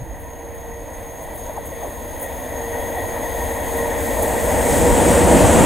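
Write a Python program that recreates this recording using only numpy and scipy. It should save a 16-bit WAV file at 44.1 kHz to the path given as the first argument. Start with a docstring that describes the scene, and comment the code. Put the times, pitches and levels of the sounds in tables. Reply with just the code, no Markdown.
"""Beside a railway line, an electric train races towards us, from far off to a few metres away.
The rails sing ahead of it: a ringing treble hiss, with zings and falling 'pews' from wheel blows
that travel along the steel. Rough steel rolling on steel makes a swelling rush and a wheel hum.
At last the train clears a hedge with a broad roar and a motor whine; a breeze rumbles underneath."""
import sys
import numpy as np
from scipy import signal
from scipy.fft import rfft, irfft, next_fast_len
from scipy.io import wavfile
from scipy.ndimage import uniform_filter1d, map_coordinates

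SR = 44100
rng = np.random.default_rng(int(sys.argv[2]) if len(sys.argv) > 2 else 0)


def output_pcm(signal):
    """Save a mono or channel-first signal as 16-bit PCM at the path in sys.argv[1].

    Samples are clipped to [-1, 1] before scaling.
    """
    pcm = np.clip(np.atleast_2d(signal).T, -1, 1) * 32767
    wavfile.write(sys.argv[1], SR, np.round(pcm).astype(np.int16))


N = 249165
T = np.arange(N) / SR
FFT_SIZE = next_fast_len(N + 8192)
HZ = np.fft.rfftfreq(FFT_SIZE, 1 / SR)
TOP_HZ = 15800
SPEED_M_PER_S, PASS_S = 36.2, 5.972  # the train would reach us just after the sound ends
DISTANCE_M = SPEED_M_PER_S * (PASS_S - T)


def amp(db):
    """Turn decibels into a gain to multiply by."""
    return 10 ** (np.asarray(db) / 20)

def colour(points):
    """A gain for each frequency, joining up (frequency [Hz], level [dB]) points."""
    hz, db = np.transpose(points)
    return amp(np.interp(np.log(HZ + 1), np.log(hz + 1), db))

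def resonances(modes):
    """A gain for each frequency, with a steep peak at each ringing pitch."""
    return sum(amp(db) / (1 + ((HZ - hz) / width) ** 2) ** 2 for hz, width, db in modes)

def curve(points):
    """A value for each sample, joining up (time [s], value) points."""
    return np.interp(T, *np.transpose(points))

def wobble(rate):
    """A smooth curve through `rate` random values a second."""
    return map_coordinates(rng.standard_normal(int(N * rate / SR) + 4), [T * rate])

def flutter(depth_db, rate):
    """A gain that wanders at random."""
    return amp(depth_db * wobble(rate))

def tone(hz, waver, flutter_db):
    """A pure note, slightly unsteady in pitch and level."""
    phase = 2 * np.pi * np.cumsum(hz * (1 + waver * wobble(18))) / SR
    return np.sqrt(2) * np.sin(phase) * flutter(flutter_db, rate=14)

def filtered(x, gain):
    """Turn each frequency of x up or down by its gain."""
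    return irfft(rfft(x, FFT_SIZE) * gain, FFT_SIZE)[..., :N]

# How wide the sound is: (frequency [Hz], side minus middle [dB])
STEREO_WIDTH = [(25, 0), (65, -5), (130, -6), (400, -11.5), (1300, -9.5), (2600, -9), (4000, -75),
                (7000, -50), (8500, -5.5), (10000, -1), (10800, 8), (12700, 5.5), (14300, -3), (15800, -7)]
def spread(pair):
    """Mix two unrelated signals into left and right, widest in the high treble."""
    mid, side = pair[0], filtered(pair[1], colour(STEREO_WIDTH))
    return np.array([mid + side, mid - side])

def rush(gain, patchy_db):
    """Stereo noise at a standard level, shaped by `gain`, with drifting louder and softer patches."""
    spectra = signal.stft(rng.standard_normal((2, N)), nperseg=512)[2]
    patches = uniform_filter1d(rng.standard_normal(spectra.shape[1:]), size=5, axis=0)
    patches = uniform_filter1d(patches, size=14, axis=1)
    pair = signal.istft(spectra * amp(patchy_db * patches / patches.std()), nperseg=512)[1][:, :N]
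    noise = spread(filtered(pair, gain))
    return noise / np.sqrt(np.mean(noise.mean(0) ** 2) + 1e-20)

def bursts(rows, octaves, grain_db):
    """Short swells that can slide in pitch: a clean wave in a noisy band of scattered ones."""
    out = np.zeros((2, N))
    for time, db, hz, length, glide, clean in rows:
        near = np.abs(T - time) < 10 * length
        t = T[near] - time
        pitch = np.minimum(hz * 2 ** np.clip(glide * t, -1, 1), TOP_HZ)
        phase = 2 * np.pi * np.cumsum(pitch) / SR
        knots = rng.standard_normal((4, N))
        place = np.arange(len(t)) * np.pi * octaves * hz / SR
        scatter = np.array([map_coordinates(k[:int(place[-1]) + 2], [place]) for k in knots])
        wave = np.sqrt(2 * clean) * np.sin(phase + rng.uniform(0, 2 * np.pi, (2, 1)))
        wave += np.sqrt(1 - clean) * (scatter[:2] * np.cos(phase) + scatter[2:] * np.sin(phase))
        width = length * np.where(t < 0, 0.68, 2.3)  # rises faster than it dies
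        out[:, near] += amp(db) * wave / (1 + (t / width) ** 2) ** 2
    return spread(out * flutter(grain_db, rate=340))

def by_track(arrival_db, loss_db_per_m, extent_m):
    """Gain of a sound fed into `extent_m` of track, fading with each metre it travels."""
    return amp(arrival_db - loss_db_per_m * (np.hypot(DISTANCE_M, extent_m) - extent_m))

def by_air(arrival_db, loss_db_per_m, extent_m):
    """Gain of a sound that also spreads out in the air; it levels off within `extent_m`."""
    spreading = extent_m / np.hypot(DISTANCE_M, extent_m)
    return by_track(arrival_db, loss_db_per_m, extent_m) * spreading


# Low rush of the breeze: (frequency [Hz], level [dB])
BREEZE_COLOUR = [(10, -30), (25, 0.5), (65, 0), (100, -9.5), (160, -12.5), (300, -55)]
# The drone's narrow band: (pitch [Hz], width [Hz], level [dB])
DRONE_BAND = [(315, 45, 0)]
def breeze_and_drone():
    """A light breeze blows steadily over a distant drone."""
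    breeze = amp(-40.5) * rush(colour(BREEZE_COLOUR), patchy_db=0.5)
    drone = amp(-50.5) * rush(resonances(DRONE_BAND), patchy_db=0.5)
    return breeze + drone

# The train's deep rumble: (frequency [Hz], level [dB])
RUMBLE_COLOUR = [(15, -22), (45, -5), (70, 0.5), (88, -1), (110, -11), (135, -17.5), (170, -25),
                 (290, -120)]
# Soft low bumps: (time [s], level [dB], pitch [Hz], length [s])
BUMPS = [(0.013, -29.5, 117, 0.016), (0.088, -27, 55.4, 0.021), (.5, -34.5, 75.1, 0.032),
         (2.41, -39, 69.6, 0.012), (3.037, -26, 73.8, 0.012), (3.391, -28.5, 64.9, 0.054),
         (4.73, -24, 175, 0.027), (4.915, -18, 45.2, .02), (5.424, -15.5, 100, 0.041)]
def rumble():
    """A low rumble grows as the train nears, with a few soft bumps."""
    ground = flutter(0.5, rate=12) * rush(colour(RUMBLE_COLOUR), patchy_db=0.2)
    bumps = bursts([(*row, 0, 0.5) for row in BUMPS], octaves=0.35, grain_db=0.5)  # no slide, half clean
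    return by_air(arrival_db=-18, loss_db_per_m=0.042, extent_m=21.5) * ground + bumps

# Noise of the shaking track: (frequency [Hz], level [dB])
ROLL_COLOUR = [(60, -23), (190, -12), (255, -3.5), (320, -7.5), (410, -10.5), (490, -.5), (530, -1),
               (580, 1.5), (690, -3), (840, -5.5), (945, -3.5), (990, -9.5), (1200, -21), (1350, -22.5),
               (1750, -15.5), (2300, -20), (5200, -50.5)]
def rolling():
    """Rough steel rolling on steel shakes the track, which sends a rush through the air."""
    track = flutter(0.5, rate=12) * rush(colour(ROLL_COLOUR), patchy_db=1)
    return by_air(arrival_db=-10.52, loss_db_per_m=0.037, extent_m=19.45) * track

# The wheels' main note grows unevenly: (time [s], level [dB])
NOTE_LEVEL = [(.15, -49), (.4, -41), (.8, -41.5), (1, -45.5), (1.8, -42), (2.52, -43.5), (2.6, -32.5),
              (2.85, -34.5), (3.1, -35), (3.55, -33.5), (3.85, -29.5), (4.3, -31.5), (4.7, -28), (5.1, -24),
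              (5.6, -33)]
# That note's rough edge, the hum above it and a higher ring: (pitch [Hz], width [Hz], level [dB])
NOTE_EDGE = [(465, 20, 0)]
WHEEL_HUM = [(801, 15, -4.5), (957.3, 21, -0.5), (1051, 13, -2)]
WHEEL_RING = [(1848, 42, -1.1), (1903, 24, 1), (1984, 55, -2.2)]
# The wheels run on to rougher rail: (time [s], level [dB])
RAIL_ROUGHNESS = [(2.52, -5), (2.6, 0)]
def humming_wheels():
    """The shaken wheels sing one note and ring at higher pitches, harder on rougher rail."""
    note = amp(0.8) * tone(hz=465.5, waver=0.003, flutter_db=0.8)
    note = note + amp(-13) * rush(resonances(NOTE_EDGE), patchy_db=0.5)
    hum = rush(resonances(WHEEL_HUM), patchy_db=1)
    hum *= by_track(arrival_db=-34.5, loss_db_per_m=0.059, extent_m=16)
    ring = flutter(1.2, rate=22) * rush(resonances(WHEEL_RING), patchy_db=0.6)
    ring *= by_track(arrival_db=-34, loss_db_per_m=0.1, extent_m=116)
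    return amp(curve(NOTE_LEVEL)) * note + amp(curve(RAIL_ROUGHNESS)) * (hum + ring)

# Pitches at which the rails ring: (pitch [Hz], width [Hz], level [dB])
RAIL_WHISTLE = [(6413, 79, -3), (6606, 100, 0)]
RAIL_RING = [(7000, 68, -3), (7460, 73, -4.5), (8390, 220, -2.5), (8960, 72, 1), (9450, 94, 1),
             (9800, 52, -4), (10330, 180, 0), (11300, 100, -4.5), (11800, 81, -3.5), (12240, 140, -5),
             (12600, 51, -3), (13000, 140, -4), (13600, 150, -2), (14500, 130, -4), (15200, 140, -10),
             (15500, 96, -7)]
# The rails' bright shimmer and hiss: (frequency [Hz], level [dB])
SHIMMER_COLOUR = [(2000, -25), (2700, -12), (3300, 4.5), (4300, -4.5), (5800, -15), (7200, -3.5),
                  (9000, -4.5), (10000, -0.5), (10350, 4), (11000, -0.5), (12500, 2), (14000, -0.5),
                  (15800, -4.5)]
HISS_COLOUR = [(3000, -12.5), (5500, -12), (6500, -6), (7300, -1), (8300, 1), (9300, -3.5), (10500, -9.5),
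               (12000, -23), (15800, -47)]
# The train comes out from behind the hedge: (time [s], level [dB])
HEDGE_SHADOW = [(3.7, -15), (4.45, -9), (4.75, -3), (5.3, 0)]
def singing_rails():
    """The rails carry sound far ahead of the train; the hiss fades faster on the way, so it comes late."""
    whistle = flutter(1.4, rate=16) * rush(resonances(RAIL_WHISTLE), patchy_db=0.9)
    whistle *= by_track(arrival_db=-38, loss_db_per_m=0.14, extent_m=204)
    shimmer = amp(2.2) * rush(colour(SHIMMER_COLOUR), patchy_db=1.2)
    shimmer += amp(-2.8) * rush(resonances(RAIL_RING), patchy_db=3)
    shimmer *= by_track(arrival_db=-35, loss_db_per_m=0.13, extent_m=68.5)
    hiss = rush(colour(HISS_COLOUR), patchy_db=1.15)
    hiss *= by_track(arrival_db=-19.6, loss_db_per_m=0.34, extent_m=30)
    hiss *= amp(0.35 * curve(HEDGE_SHADOW))  # the hedge only partly hides the rails
    return whistle + flutter(0.7, rate=9.9) * (shimmer + hiss)

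# Sharp blows zing through the rail; heavy ones bend it and go 'pew':
# (time [s], level [dB], pitch [Hz], length [s], slide [octaves/s], clean share [0-1])
ZINGS = [(.2, -47, 14500, .015, -5, 0), (.55, -47.5, 14000, .02, -6, 0), (1.22, -46, 13500, .016, -8, 0),
         (1.24, -47, 9500, .012, -8, .05), (1.352, -40, 14500, 0.017, -5, .03),
         (1.38, -43, 11000, .018, -3, .05), (1.656, -45, 8600, .008, 14, .2),
         (1.664, -40, 11500, .014, 0, .05), (2.198, -39, 9500, 0.0057, 28, .45),
         (2.215, -34, 15200, .004, -40, .35), (2.228, -35.5, 12300, .018, -3, .05),
         (3.775, -34, 12400, .018, -3, .1), (4.226, -30, 10150, 0.0048, 15, .4),
         (4.231, -31, 13000, .005, -2, .35), (4.235, -33, 11500, .028, 0, 0),
         (4.443, -35.5, 11500, .008, 0, .1)]
PEWS = [(1.29, -32.5, 851, .0086, -15, .5), (1.497, -25.5, 648, .004, -20, .9),
        (1.579, -26.5, 850, .013, -33, .7), (1.727, -33, 535, .016, -5, 0.7),
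        (1.834, -26, 780, .022, -22, .55), (1.854, -32, 930, .012, -22, .5),
        (2.975, -29, 800, .018, -18, .4), (3.05, -27.5, 740, .018, -18, .4),
        (3.155, -35.5, 1080, .03, -6, .2), (4.2, -22, 618, .02, -11.5, .5),
        (4.745, -22, 586, .02, -4.5, .5)]
# The rail lets zings through at its whistle and above: (frequency [Hz], level [dB])
ZING_COLOUR = [(5800, -24), (6400, 8), (6700, 6), (7100, -8), (8500, 0)]
def wheel_blows():
    """Wheels strike distant joints; the rail smears each blow into a pew or a ringing zing."""
    zings = bursts(ZINGS, octaves=0.28, grain_db=2)
    pews = bursts(PEWS, octaves=0.22, grain_db=0.4)
    rail = amp(-2) * colour(ZING_COLOUR) * (1 + resonances(RAIL_RING))
    return filtered(zings, rail) + pews

# The notes in the motors' whine: (pitch [Hz], level [dB])
WHINE_TONES = [(484.5, 0.5), (567, -7), (948, -13), (1266, -29)]
# How the whine swells and eases: (time [s], level [dB])
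WHINE_LEVEL = [(3.5, -60), (4.3, -41), (4.75, -27), (4.92, -21), (5.18, -21), (5.38, -22), (5.65, -32)]
def motor_whine():
    """The electric motors whine on a few wavering notes as the train comes close."""
    whine = sum(amp(db) * tone(hz, waver=0.0031, flutter_db=2.4) for hz, db in WHINE_TONES)
    return amp(curve(WHINE_LEVEL)) * whine

# The train's roar and the air it pushes: (frequency [Hz], level [dB])
ROAR_COLOUR = [(50, -20), (105, 1), (140, -3), (180, 2.5), (300, 3), (420, -1.5), (800, -13), (1300, -14.5),
               (2200, -20.5), (3300, -22), (4500, -38), (6000, -44), (12000, -58)]
PUSHED_AIR_COLOUR = [(60, -25), (95, 1.5), (200, 1.5), (280, 1), (360, -12), (430, -5), (520, -27),
                     (880, -10), (1100, -18), (2000, -42)]
def train_roar():
    """The train roars, quieter until it clears the hedge, and its front shoves the air aside."""
    roar = amp(curve(HEDGE_SHADOW)) * rush(colour(ROAR_COLOUR), patchy_db=1.35)
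    roar *= by_air(arrival_db=-6.5, loss_db_per_m=0.003, extent_m=9.7)
    pushed_air = rush(colour(PUSHED_AIR_COLOUR), patchy_db=0.5)
    pushed_air *= by_air(arrival_db=-11.8, loss_db_per_m=0.4, extent_m=10)
    return roar + pushed_air

# The sound drifts from right to left, then back near the middle: (time [s], left minus right [dB])
DRIFT = [(0, -2.5), (3, 1), (5.65, -0.5)]
# Which side each frequency favours: (frequency [Hz], left minus right [dB])
LEAN = [(100, 2.5), (600, -0.4), (1900, 2.5), (3000, 0), (7000, 0), (8800, 3), (11500, 4.5), (15000, -7)]
def scene():
    """Train and background drift sideways while the rails stay put; most of the mix leans a bit left."""
    drifting = breeze_and_drone() + rumble() + rolling() + humming_wheels()
    drifting += motor_whine() + train_roar()
    drift_db = curve(DRIFT)
    drifting *= amp(np.array([drift_db, -drift_db]) / 2)
    mix = drifting + singing_rails() + wheel_blows()
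    lean = np.sqrt(colour(LEAN))
    return filtered(mix, np.array([lean, 1 / lean]))

def record(dry):
    """The recorder turns loud moments down, rounds off the highest peaks and cuts the very top treble."""
    ceiling_db, window_s = -10, 0.27
    power = np.abs(uniform_filter1d(np.mean(dry ** 2, axis=0), size=int(window_s * SR)))
    held = dry / (1 + (power / amp(ceiling_db) ** 2) ** 3) ** (1 / 6)
    rounded = held / (1 + np.abs(held) ** 8) ** (1 / 8)
    return filtered(rounded, HZ < TOP_HZ)


dry = scene()
out = record(dry)
output_pcm(out)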